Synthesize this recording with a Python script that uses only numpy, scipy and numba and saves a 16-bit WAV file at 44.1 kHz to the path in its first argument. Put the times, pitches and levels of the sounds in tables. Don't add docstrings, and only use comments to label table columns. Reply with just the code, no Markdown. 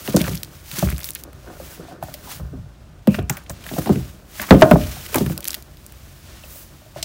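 import sys
import numpy as np
from scipy import signal
from scipy.fft import rfft, irfft, next_fast_len
from scipy.io import wavfile
from scipy.ndimage import uniform_filter1d
from numba import njit

SR = 44100
rng = np.random.default_rng(int(sys.argv[2]) if len(sys.argv) > 2 else 0)


def volts_from_decibels(level):
    exponent = np.asarray(level, float) / 20
    return 10 ** exponent


def wav_record(signal):
    frames = np.transpose(np.atleast_2d(signal))
    bounded = np.clip(frames, -1, 1)
    quanta = np.round(bounded * 32767).astype(np.int16)
    wavfile.write(sys.argv[1], SR, quanta)


N = 310464


def level(x, db):
    return x * volts_from_decibels(db) / np.sqrt(np.mean(x ** 2))


def peak(x):
    return x / np.abs(x).max()


def band(x, lo_hz, hi_hz, order=2):
    edges_hz = [lo_hz, min(hi_hz, .45 * SR)]
    return signal.sosfilt(signal.butter(order, edges_hz, "band", fs=SR, output="sos"), x)


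def colour(x, points):
    size = next_fast_len(N)
    hz = np.maximum(np.arange(size // 2 + 1) * SR / size, 1)
    at_hz, db = np.transpose(points)
    gain = volts_from_decibels(np.interp(np.log(hz), np.log(at_hz), db))
    return irfft(rfft(x, size) * gain, size)[..., :N]


def fade(t, t60):
    return np.exp(-np.log(1000) * t / max(t60, .003))


def add(out, at_s, x):
    i = int(at_s * SR)
    out[i:i + len(x)] += x[:N - i]


def walk(rate):
    hold = int(SR / rate)
    steps = np.repeat(rng.standard_normal(N // hold + 1), hold)
    return 1.3 * uniform_filter1d(uniform_filter1d(steps, hold), hold)[:N]


def grains(rate, spread_db, share):
    size_db = np.minimum(spread_db * rng.exponential(size=N), 12)
    slips = (rng.random(N) < rate / SR) * volts_from_decibels(size_db) * rng.choice([-1, 1], N)
    share = np.clip(share, 0, 1)
    return np.sqrt(1 - share) * rng.standard_normal(N) + np.sqrt(share) * level(slips, 0)


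def strokes(s, swell, ease, db, rest_db):
    end_drop_db, flatness = 15, 1.78
    t = np.arange(0, N, 64) / SR
    off = t[:, None] - s
    part = np.abs(off) / np.maximum(np.where(off < 0, swell, ease), .005)
    power = np.sum(volts_from_decibels(db - end_drop_db * part ** flatness) ** 2, axis=1) + volts_from_decibels(rest_db) ** 2
    return np.interp(np.arange(N) / SR, t, np.sqrt(power))


def bending(t, hz, t60, spread, rise_s):
    swell = 1 - np.exp(-t / rise_s)
    turns = hz * (t + spread * rise_s * swell)
    return np.sin(2 * np.pi * turns) * swell * fade((t / t60) ** 1.474, 0.82)


# pitch_hz [Hz], level_db [dB], t60_s [s]
SHELF_MODES = [(62.5, -3.5, 0.19), (90, -7, 0.24), (140, -1, 0.13), (184.5, -5.5, 0.24),
               (221.7, -5.5, 0.078), (272, -10, 0.22), (324.3, -7.5, 0.13), (398, -3.5, 0.044),
               (491, 0, 0.022), (602, -0.5, 0.029), (740, -7, 0.039), (880, -2, 0.0088), (1093, -8, 0.028),
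               (1210, -9, 0.038), (1480, -1.5, 0.015), (1814, -13, 0.04), (2600, -37, 0.0373)]


def shelf(force):
    out = 0
    for k, (hz, db, t60) in enumerate(SHELF_MODES):
        pole = np.exp(2j * np.pi * hz / SR - np.log(1000) / (t60 * SR))
        out = out + (-1) ** k * volts_from_decibels(db) * signal.lfilter([1], [1, -pole], force).imag
    return out


# start_s [s], peak_db [dB], thud_hz [Hz], knock_re_thud_db [dB], t60_s [s]
ON_BOARD = [(0.082, -16.5, 209, -9, 0.089), (.143, -1, 179, -14.5, 0.056), (0.311, -15.5, 149, -22, 0.17),
            (0.779, -20, 201, -16, 0.049), (.842, -14, 124, -30, .1), (.862, -8, 72.6, -25, .1),
            (0.924, -17, 138, -21, 0.06), (2.53, -30, 257, -13, 0.16), (1.795, -27.5, 140, -11.5, 0.089),
            (3.186, -16, 214, -4.5, 0.049), (3.736, -11, 195, -13.5, 0.027),
            (3.782, -9.5, 170, -10.5, 0.05), (3.859, -20.5, 211.6, -16, 0.25),
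            (3.8939, -4, 196, -12.5, 0.11), (3.958, -12, 135, -17, 0.12), (5.155, -8.5, 250, -7.5, 0.055),
            (5.207, -7, 200, -14.5, 0.071), (5.262, -13.5, 140, -18.5, 0.081)]
ON_WALL = [
    (.166, -9, 222, -1.5, 0.024),
    (0.277, -18, 100, -12, 0.079),
    (2.398, -26.5, 109, -8.5, 0.065),
    (3.0764, 2.5, 198, -20.5, 0.082),
    (4.508, 13, 192.4, -12, 0.094),
    (4.544, 4, 242, -19.5, 0.044),
    (5.298, -15, 149, -19, 0.099),
]
ON_EDGE = [(0.209, -6.5, 167, -25, 0.074), (.73, -24.5, 131, -28, 0.079), (.826, -6, 136, -12.5, 0.053),
           (3.494, -25, 99, -16, 0.13), (3.713, -19, 229, -9.5, 0.039), (4.396, -29, 194, -6.5, 0.12),
           (4.62, 7.5, 317, -3, 0.058), (4.712, 6, 200, -11, 0.068), (4.732, 0.5, 160, -20.5, 0.073),
           (2.572, -26, 109, -25, .12), (4.758, 5, 204, -14.5, 0.018), (5.179, -6.5, 273, -7.5, 0.019)]
# start_s [s], peak_db [dB], knock_hz [Hz],
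# knock_re_thud_db [dB], t60_s [s]
COVER_TAPS = [
    (1.6, -39, 538, 8, 0.072),
    (1.912, -46, 740, 3, 0.17),
    (2.026, -27, 650, 0.5, 0.06),
    (2.084, -36.5, 610, 2, 0.054),
    (3.871, -20, 695, -2, 0.037),
    (3.3, -15.5, 813, -10, 0.065),
    (3.658, -35, 640, -8, 0.082),
    (6.436, -44.5, 2600, 4, 0.057),
    (6.961, -31.5, 583, 2.5, 0.07),
]


def knocks():
    direct, force = np.zeros(N), np.zeros(N)
    t = np.arange(int(.3 * SR)) / SR
    places = ((386, ON_BOARD), (523.3, ON_WALL), (605, ON_EDGE))
    blows = [(hz, *row) for hz, rows in places for row in rows]
    tap_thud_hz = 120
    blows += [(hz, s, db, tap_thud_hz, knock_db, t60) for s, db, hz, knock_db, t60 in COVER_TAPS]
    for knock_hz, s, db, thud_hz, knock_db, t60 in blows:
        thud = bending(t, thud_hz, t60, spread=0.83, rise_s=0.0037)
        knock = bending(t, knock_hz, .5 * t60, spread=0.91, rise_s=0.00091)
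        add(direct, s, volts_from_decibels(db - 2.5) * (thud + volts_from_decibels(knock_db + 8) * knock))
        top_hz = knock_hz * 7.0 * volts_from_decibels(1.18 * knock_db) + 1.2 * thud_hz
        shake = band(rng.standard_normal(len(t)), 0.48 * thud_hz, top_hz)
        add(force, s, volts_from_decibels(db - 26.0 + 0.33 * knock_db) * shake * fade(t, 0.89 * t60))
    return direct + shelf(force)


# start_s [s], peak_db [dB], pitch_hz [Hz], t60_s [s]
CORNER_RAPS = [(.0795, -23, 704, 0.023), (.144, -17, 560, .03), (.2795, -20, 545, 0.026),
               (.826, -23.5, 640, 0.052), (1.531, -38, 723, 0.035), (1.797, -31, 415, .03),
               (1.883, -37, 687, 0.079), (1.921, -38, 695, 0.037), (2.026, -24, 704, .025),
               (2.038, -33, 725, 0.05), (2.143, -35, 595, 0.059), (2.399, -33, 574, 0.022),
               (3.073, -13.5, 590, 0.027), (3.145, -29, 600, .04), (3.188, -21, 618, 0.026),
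               (3.375, -37, 575, 0.042), (3.501, -30.5, 580, 0.046), (3.766, -21, 627, .025),
               (3.784, -20.5, 685, .03), (3.893, -15.5, 717, 0.033), (4.006, -40, 720, .03),
               (4.508, -2, 1254, 0.032), (4.526, -6, 479, 0.049), (4.623, 4, 620, 0.062),
               (4.658, -10, 610, .05), (4.734, -10, 410, .035), (4.757, -7, 620, .035),
               (4.967, -33, 720, 0.037), (5.129, -30, 430, .04), (5.146, -20, 600, 0.026),
               (5.158, -17.5, 796, .025), (5.178, -17.5, 900, .025), (5.299, -26, 550, 0.033),
               (6.438, -40, 600, 0.03), (6.557, -41, 560, 0.042), (6.818, -46, 610, .07),
               (6.861, -44.5, 615, 0.055), (6.984, -32, 657, 0.041), (7.028, -32.5, 640, 0.036)]


def raps():
    out = np.zeros(N)
    t = np.arange(int(.15 * SR)) / SR
    for s, db, hz, t60 in CORNER_RAPS:
        add(out, s, volts_from_decibels(db + 1.0) * bending(t, hz, t60, spread=0.63, rise_s=.0012))
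    return out


def ticks(table, t60, click):
    out = np.zeros(N)
    t = np.arange(int(.12 * SR)) / SR
    decay = fade(t, t60) + volts_from_decibels(-22) * fade(t, 6 * t60)
    for s, db, hz, edge_db in table:
        grit = rng.standard_normal((2, len(t))) * decay
        grit[:, 0] += click
        body = peak(band(grit[0], hz / 1.6, hz * 1.554))
        edge = peak(band(grit[1], 9200, 16900, order=1))
        add(out, s + .001, volts_from_decibels(db - 1.5) * peak(body + volts_from_decibels(edge_db + 8) * edge))
    return out


# start_s [s], end_s [s], snaps [count], mean_peak_db [dB]
CRACKLE_RUNS = [
    (.07, .38, 22, -23),
    (.96, 1.105, 8, -29),
    (5.42, 5.56, 10, -27),
]


def crackle():
    rows = []
    for start, end, count, db in CRACKLE_RUNS:
        when, size, pitch, edge = rng.random((count, 4)).T
        place = (np.arange(count) + when) / count
        at_s = start + place * (end - start)
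        rows += zip(at_s, db + 12 * (size - .5), 1700 * 4 ** pitch, 24 * edge - 20)
    return rows


# start_s [s], peak_db [dB], centre_hz [Hz], edge_re_peak_db [dB]
COVER_SNAPS = [(.0757, -12, 2260, -8.5), (.163, 4, 7850, -3), (.1674, -5, 5350, -16),
               (.2145, -4.5, 3260, -1), (.3526, -8.5, 5330, 3), (.4315, -6, 4300, -4),
               (.4464, -22, 5500, -6), (.714, -14.5, 3640, -6), (.7844, -10.5, 1790, 3),
               (.7917, -3, 5400, -1.5), (.8729, -20.5, 1500, -15), (.916, -21, 1600, -10),
               (.105, -19, 3500, -7), (.369, -19, 3400, -5), (.266, -17, 1510, -12), (.9622, -25, 3300, -5),
               (.991, -19, 1620, -1), (1.013, -21, 3800, -5), (1.023, -28, 1687, -10),
               (1.031, -29, 3000, -8), (1.065, -21, 2500, -3), (.8874, -18, 1760, -15),
               (.9014, -8.5, 1730, 5), (.9244, -19, 1820, -14), (.9704, -32, 6650, -14),
               (.9802, -10.5, 1720, 9), (1.0425, -5.5, 5090, -2), (1.0544, -14, 2840, 24),
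               (1.0879, -10, 3400, 1), (1.1049, -7, 3400, 24), (1.1498, -3.5, 7900, 45),
               (1.2361, -12, 5700, 5), (1.3299, -28, 1760, 0),
               (.124, -21, 4000, -12),
    (.241, -17, 3140, -10),
    (.255, -17, 4000, 0),
    (.2805, -15, 4500, -2),
    (.294, -19, 4500, -14),
    (.3158, -17, 11300, -8),
    (.333, -22, 3000, -14),
    (.346, -21, 12500, -6),
    (3.226, -30, 8500, -6),
    (3.437, -31, 13500, -4),
               (.7864, -8.5, 5250, -6), (.8964, -21, 10400, -4), (.9444, -30, 5050, -4),
               (.971, -24, 5670, -8), (1.0026, -14, 12700, -4), (1.0316, -16, 5400, -8),
               (1.0484, -14, 14000, -4), (1.0574, -14, 13500, -4), (1.0744, -20, 11700, -4),
               (1.0924, -18, 13900, -4), (1.0974, -17, 12400, -2), (1.1164, -25, 5000, -10),
               (1.1338, -18, 11600, -4), (1.2101, -27, 7000, -4)]


def covers():
    return ticks(COVER_SNAPS + crackle(), t60=.009, click=7)


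# start_s [s], peak_db [dB], centre_hz [Hz], edge_re_peak_db [dB]
CARD_SNAPS = [(2.0253, -27.5, 2970, -4), (2.0348, -21, 1540, 13), (2.139, -18, 3360, -3),
              (3.0719, -15.5, 2250, -7.5), (3.1886, -21.5, 2200, -20), (3.2954, -9, 14000, -6),
              (3.2958, -12.5, 1940, -22.5), (3.3687, -19.5, 1630, -2.5), (3.462, -34.5, 2560, -28),
              (3.4955, -18, 7300, -13.5), (3.6386, -26.5, 2150, -7), (3.6641, -20.5, 1660, -8.5),
              (3.6885, -22.5, 2260, -26), (3.7369, -24.5, 3590, -32), (3.7844, -16, 4830, 9),
              (3.8586, -19.5, 1520, -7), (3.8916, -22, 1700, -7), (3.9564, -25, 1800, -14),
              (4.3959, -15, 1480, -27.5), (4.4154, -11.5, 1560, 1), (4.489, -22, 1500, -16.5),
              (4.5067, 0, 2400, -18), (4.546, -19.5, 2000, -18), (4.6114, -11.5, 2190, 0.5),
              (4.6204, 0, 1680, -24.5), (4.7107, -4, 1920, -9), (5.0624, -20, 2560, -4),
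              (5.1432, -4, 1880, -1), (5.1564, -5, 1470, 2), (5.1821, -12.5, 4130, -3),
              (5.1272, -35, 1300, -10), (5.167, -24, 2000, -12), (5.2964, -23.5, 1500, -6),
              (5.3198, -27.5, 1400, -7), (3.8177, -28, 1450, -20), (5.2614, -18, 1540, -6.5),
              (7.0264, -10, 4800, -13)]


def cards():
    return ticks(CARD_SNAPS, t60=.026, click=4)


# start_s [s], peak_db [dB], centre_hz [Hz], edge_re_peak_db [dB]
WIRE_TICKS = [(5.3767, -5, 4140, 5), (5.4051, -13, 3570, 12), (5.4276, -22, 3340, -7),
              (5.4424, -8.5, 5200, 14), (5.4525, -9, 3150, -0.5), (5.4689, -17, 6440, 3),
              (5.4759, -3.5, 5140, 3), (5.4814, 1.5, 8950, 10), (5.5049, -7, 6700, -13),
              (5.5164, -12, 3100, 10), (5.5303, -14, 3700, -6), (5.5428, -4, 3250, -3.5),
              (5.5474, -9, 3570, -1), (5.5554, -33, 4300, -10), (5.6236, -19.5, 5160, 4),
              (5.77, -29, 4000, -4.5), (5.8636, -17.5, 6640, 20), (5.9214, -21.5, 2230, 9)]


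def wire_loops():
    return ticks(WIRE_TICKS, t60=.009, click=7)


# start_s [s], length_s [s], level_db [dB], centre_hz [Hz], width [ratio to centre]
EDGE_SCRAPES = [(0.199, 0.02, -28, 2360, 1), (0.275, 0.011, -26, 1430, 0.89), (.24, .032, -34.5, 1530, 0.3),
                (4.805, 0.064, -38.5, 2500, 0.9), (1.152, 0.022, -36.5, 2500, 1.4),
                (2.259, 0.098, -44, 830, 0.58), (3.066, 0.2, -44, 2560, 0.18),
                (3.2963, 0.0062, -15.5, 6500, 0.24), (3.141, 0.018, -27.5, 1640, 1.4),
                (3.298, 0.063, -42, 6900, 0.35), (3.3, 0.14, -44, 1340, 0.5), (3.49, 0.048, -47, 7350, 0.2),
                (3.296, .016, -27, 14800, .15), (3.3, .07, -45, 14800, .15), (3.369, .02, -40, 14800, .15),
                (3.495, .05, -42, 14900, .12), (1.03, .085, -38, 14800, .15), (.163, .05, -33, 6000, 1.2),
                (3.853, 0.077, -41.5, 3400, 0.8), (4.412, 0.048, -30.5, 1250, 1.26),
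                (4.482, .025, -34.5, 1070, 1.2), (4.515, 0.079, -38.5, 2800, 0.51),
                (5.139, 0.042, -26.5, 960, 0.83), (3.858, 0.024, -31.5, 810, 0.48),
                (3.495, 0.019, -33, 1020, 1.4)]


def scrapes():
    out = np.zeros(N)
    rattle = grains(rate=400, spread_db=1.0, share=0.73)
    for s, length, db, hz, width in EDGE_SCRAPES:
        u = np.linspace(0, 1, int(length * SR))
        spread = 1 + max(width, .05) / 2
        part = band(rattle[int(s * SR):][:len(u)], hz / spread, hz * spread)
        add(out, s, level(part, db) * np.minimum(6 * u, 1) * (1 - u ** 2))
    return out


# fastest_s [s], swell_s [s], ease_s [s], level_db [dB], fine_fibres_re_level_db [dB]
HAND_STROKES = [(.1, 0.15, 0.1, -40, 7), (.19, .06, .16, -37, 6), (.33, 0.1, 0.1, -45, 6.5),
                (.45, .1, .2, -55, 3), (.55, 0.046, 0.11, -50.5, 4), (.72, 0.078, 0.13, -41, 5),
                (.79, 0.051, 0.18, -37, 6), (.915, 0.058, .02, -40, -3), (1.07, 0.092, 0.046, -46, 9),
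                (1.19, 0.094, 0.049, -51.5, 8.5), (1.5, 0.28, 0.15, -54.5, -2),
                (1.701, 0.19, 0.11, -46.5, 5.5), (1.9, 0.29, 0.069, -52.5, -5),
                (2.06, 0.048, 0.43, -51, 3.5), (2.321, .11, 0.084, -42, 5),
                (3.147, 0.055, 0.058, -42, 3), (3.33, 0.044, 0.14, -48.5, -5),
                    (3.6, 0.13, 0.24, -49, -6), (3.76, 0.11, 0.18, -41, 7.5),
                    (3.92, 0.061, 0.28, -45.5, 1.5), (4.431, 0.14, 0.17, -42, 4.5),
                    (4.56, 0.15, 0.44, -41.5, 5), (4.82, 0.11, 0.61, -41, 2.5),
                    (5.18, 0.15, 0.057, -40, 6.5), (5.32, 0.13, 0.041, -48.5, 10.5),
                    (5.5, .08, 0.12, -46.5, 7), (6.2, 0.87, 1.5, -54.5, 2.5), (6.3, 0.09, 0.32, -50.5, -18),
                    (6.58, 0.17, 0.094, -54.5, 16.5), (6.978, 0.034, 0.15, -46.5, -6.5)]


def sliding():
    still_db, still_fine_db = -63, -68
    s, swell, ease, db, fine_db = np.transpose(HAND_STROKES)
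    pressure = strokes(s, swell, ease, db, still_db)
    fine_pressure = strokes(s, swell, ease, db + fine_db, still_fine_db)
    grip = np.clip(pressure / volts_from_decibels(-44), .3, 1)
    rub = grains(rate=1200, spread_db=-6.5, share=0.23)
    patch = 2.12 * grip * walk(90)
    paper = colour(rub, [(500, -8.5), (1300, -1.0), (3000, -1.5), (6000, -5.0), (10000, -12.0), (16000, -27)])
    fine = colour(rub, [(3000, -30.0), (5500, -10), (9000, -5.0), (16000, 4.5)])
    paper = level(paper, 0.066) * volts_from_decibels(patch + 0.5 * grip * walk(34)) * pressure
    return paper + level(fine, 0.232) * volts_from_decibels(patch) * fine_pressure


# centre_s [s], half_length_s [s], level_db [dB]
WEIGHT_SHOVES = [(.3, 0.18, -33), (0.892, 0.11, -25), (1.586, 0.67, -42.5), (2.425, 0.066, -29),
                 (2.573, 0.13, -29), (3.206, 0.093, -28.5), (3.654, .15, -49), (4.01, 0.14, -32.5),
                 (4.62, 0.26, -37), (4.798, 0.2, -25), (5.123, 0.11, -36), (5.277, 0.11, -25.5),
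                 (7.04, 0.084, -39.5)]
EDGE_DRAGS = [(.2, 0.28, -40.5), (1.05, 0.55, -50.5), (1.75, 0.5, -43), (2.4, 0.34, -49), (2.6, 0.079, -49),
              (3.19, 0.078, -40.5), (3.8, 0.4, -48.5), (4.64, 0.21, -29.5), (5.1, 0.36, -44),
              (5.451, 0.22, -48), (6.4, 0.22, -58.5)]


def dragging():
    rest_db, rest_scrape_db = -44.5, -56.5
    s, half, db = np.transpose(WEIGHT_SHOVES)
    drag_s, drag_half, drag_db = np.transpose(EDGE_DRAGS)
    drag = shelf(grains(rate=160, spread_db=7.0, share=0.62))
    rumble = level(band(drag, 45, 141), -2.0) * volts_from_decibels(1.6 * walk(7.5))
    rumble = rumble * strokes(s, half, half, db, rest_db)
    grit = 4.0 * grains(rate=440, spread_db=1.0, share=.4)
    scrape = level(band(drag + grit, 224, 1780), -0.054) * volts_from_decibels(3.1 * walk(30))
    return rumble + scrape * strokes(drag_s, drag_half, drag_half, drag_db, rest_scrape_db)


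@njit
def walls(x, lags, gain, damp):
    line, soft, out = np.zeros((8, 4096)), np.zeros(8), np.zeros(len(x))
    for i in range(len(x)):
        total = 0.
        for k in range(8):
            soft[k] += (1 - damp) * (gain[k] * line[k, (i - lags[k]) & 4095] - soft[k])
            total += soft[k]
        out[i] = total
        for k in range(8):
            line[k, i & 4095] = x[i] + soft[k] - total / 4
    return out


def room(hits):
    t60_s, damp, echo_db = 0.35, 0.7, -25
    lags = np.geomspace(263, 1790, 8).astype(int)
    return volts_from_decibels(echo_db) * walls(hits, lags, volts_from_decibels(-60 * lags / SR / t60_s), damp)


# pitch_hz [Hz], level_db [dB per Hz]
HUM_SPECTRUM = [(19, -43), (32, -6), (75, -16), (188, -27.5), (225, -17.5), (263, -30.5), (299, -21),
                (466, -33.5), (688, -30), (893, -34.5), (16000, -61)]


def hum():
    hum_db = -41
    return level(colour(rng.standard_normal(N), HUM_SPECTRUM), hum_db - 7.5) * volts_from_decibels(0.3 * walk(1.93))


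def scene():
    hits = knocks() + raps() + covers() + cards() + wire_loops() + scrapes()
    return (hits + sliding() + dragging() + room(hits) + hum())[None]


# pitch_hz [Hz], level_db [dB]
PORT_TREBLE = [(6000, 1), (9000, 0), (12000, -1), (15500, 0)]


def phone_port(dry):
    return colour(dry, PORT_TREBLE)


def top_cut(x):
    return signal.sosfilt(signal.butter(12, 16880, fs=SR, output="sos"), x)


def record(dry):
    x = signal.sosfilt(signal.butter(6, 42, "high", fs=SR, output="sos"), phone_port(dry))
    x = signal.sosfilt(signal.ellip(8, .2, 40, 15750, fs=SR, output="sos"), x)
    x = np.clip(x, -1, 1)
    return top_cut(x)


dry = scene()
out = record(dry)
wav_record(out)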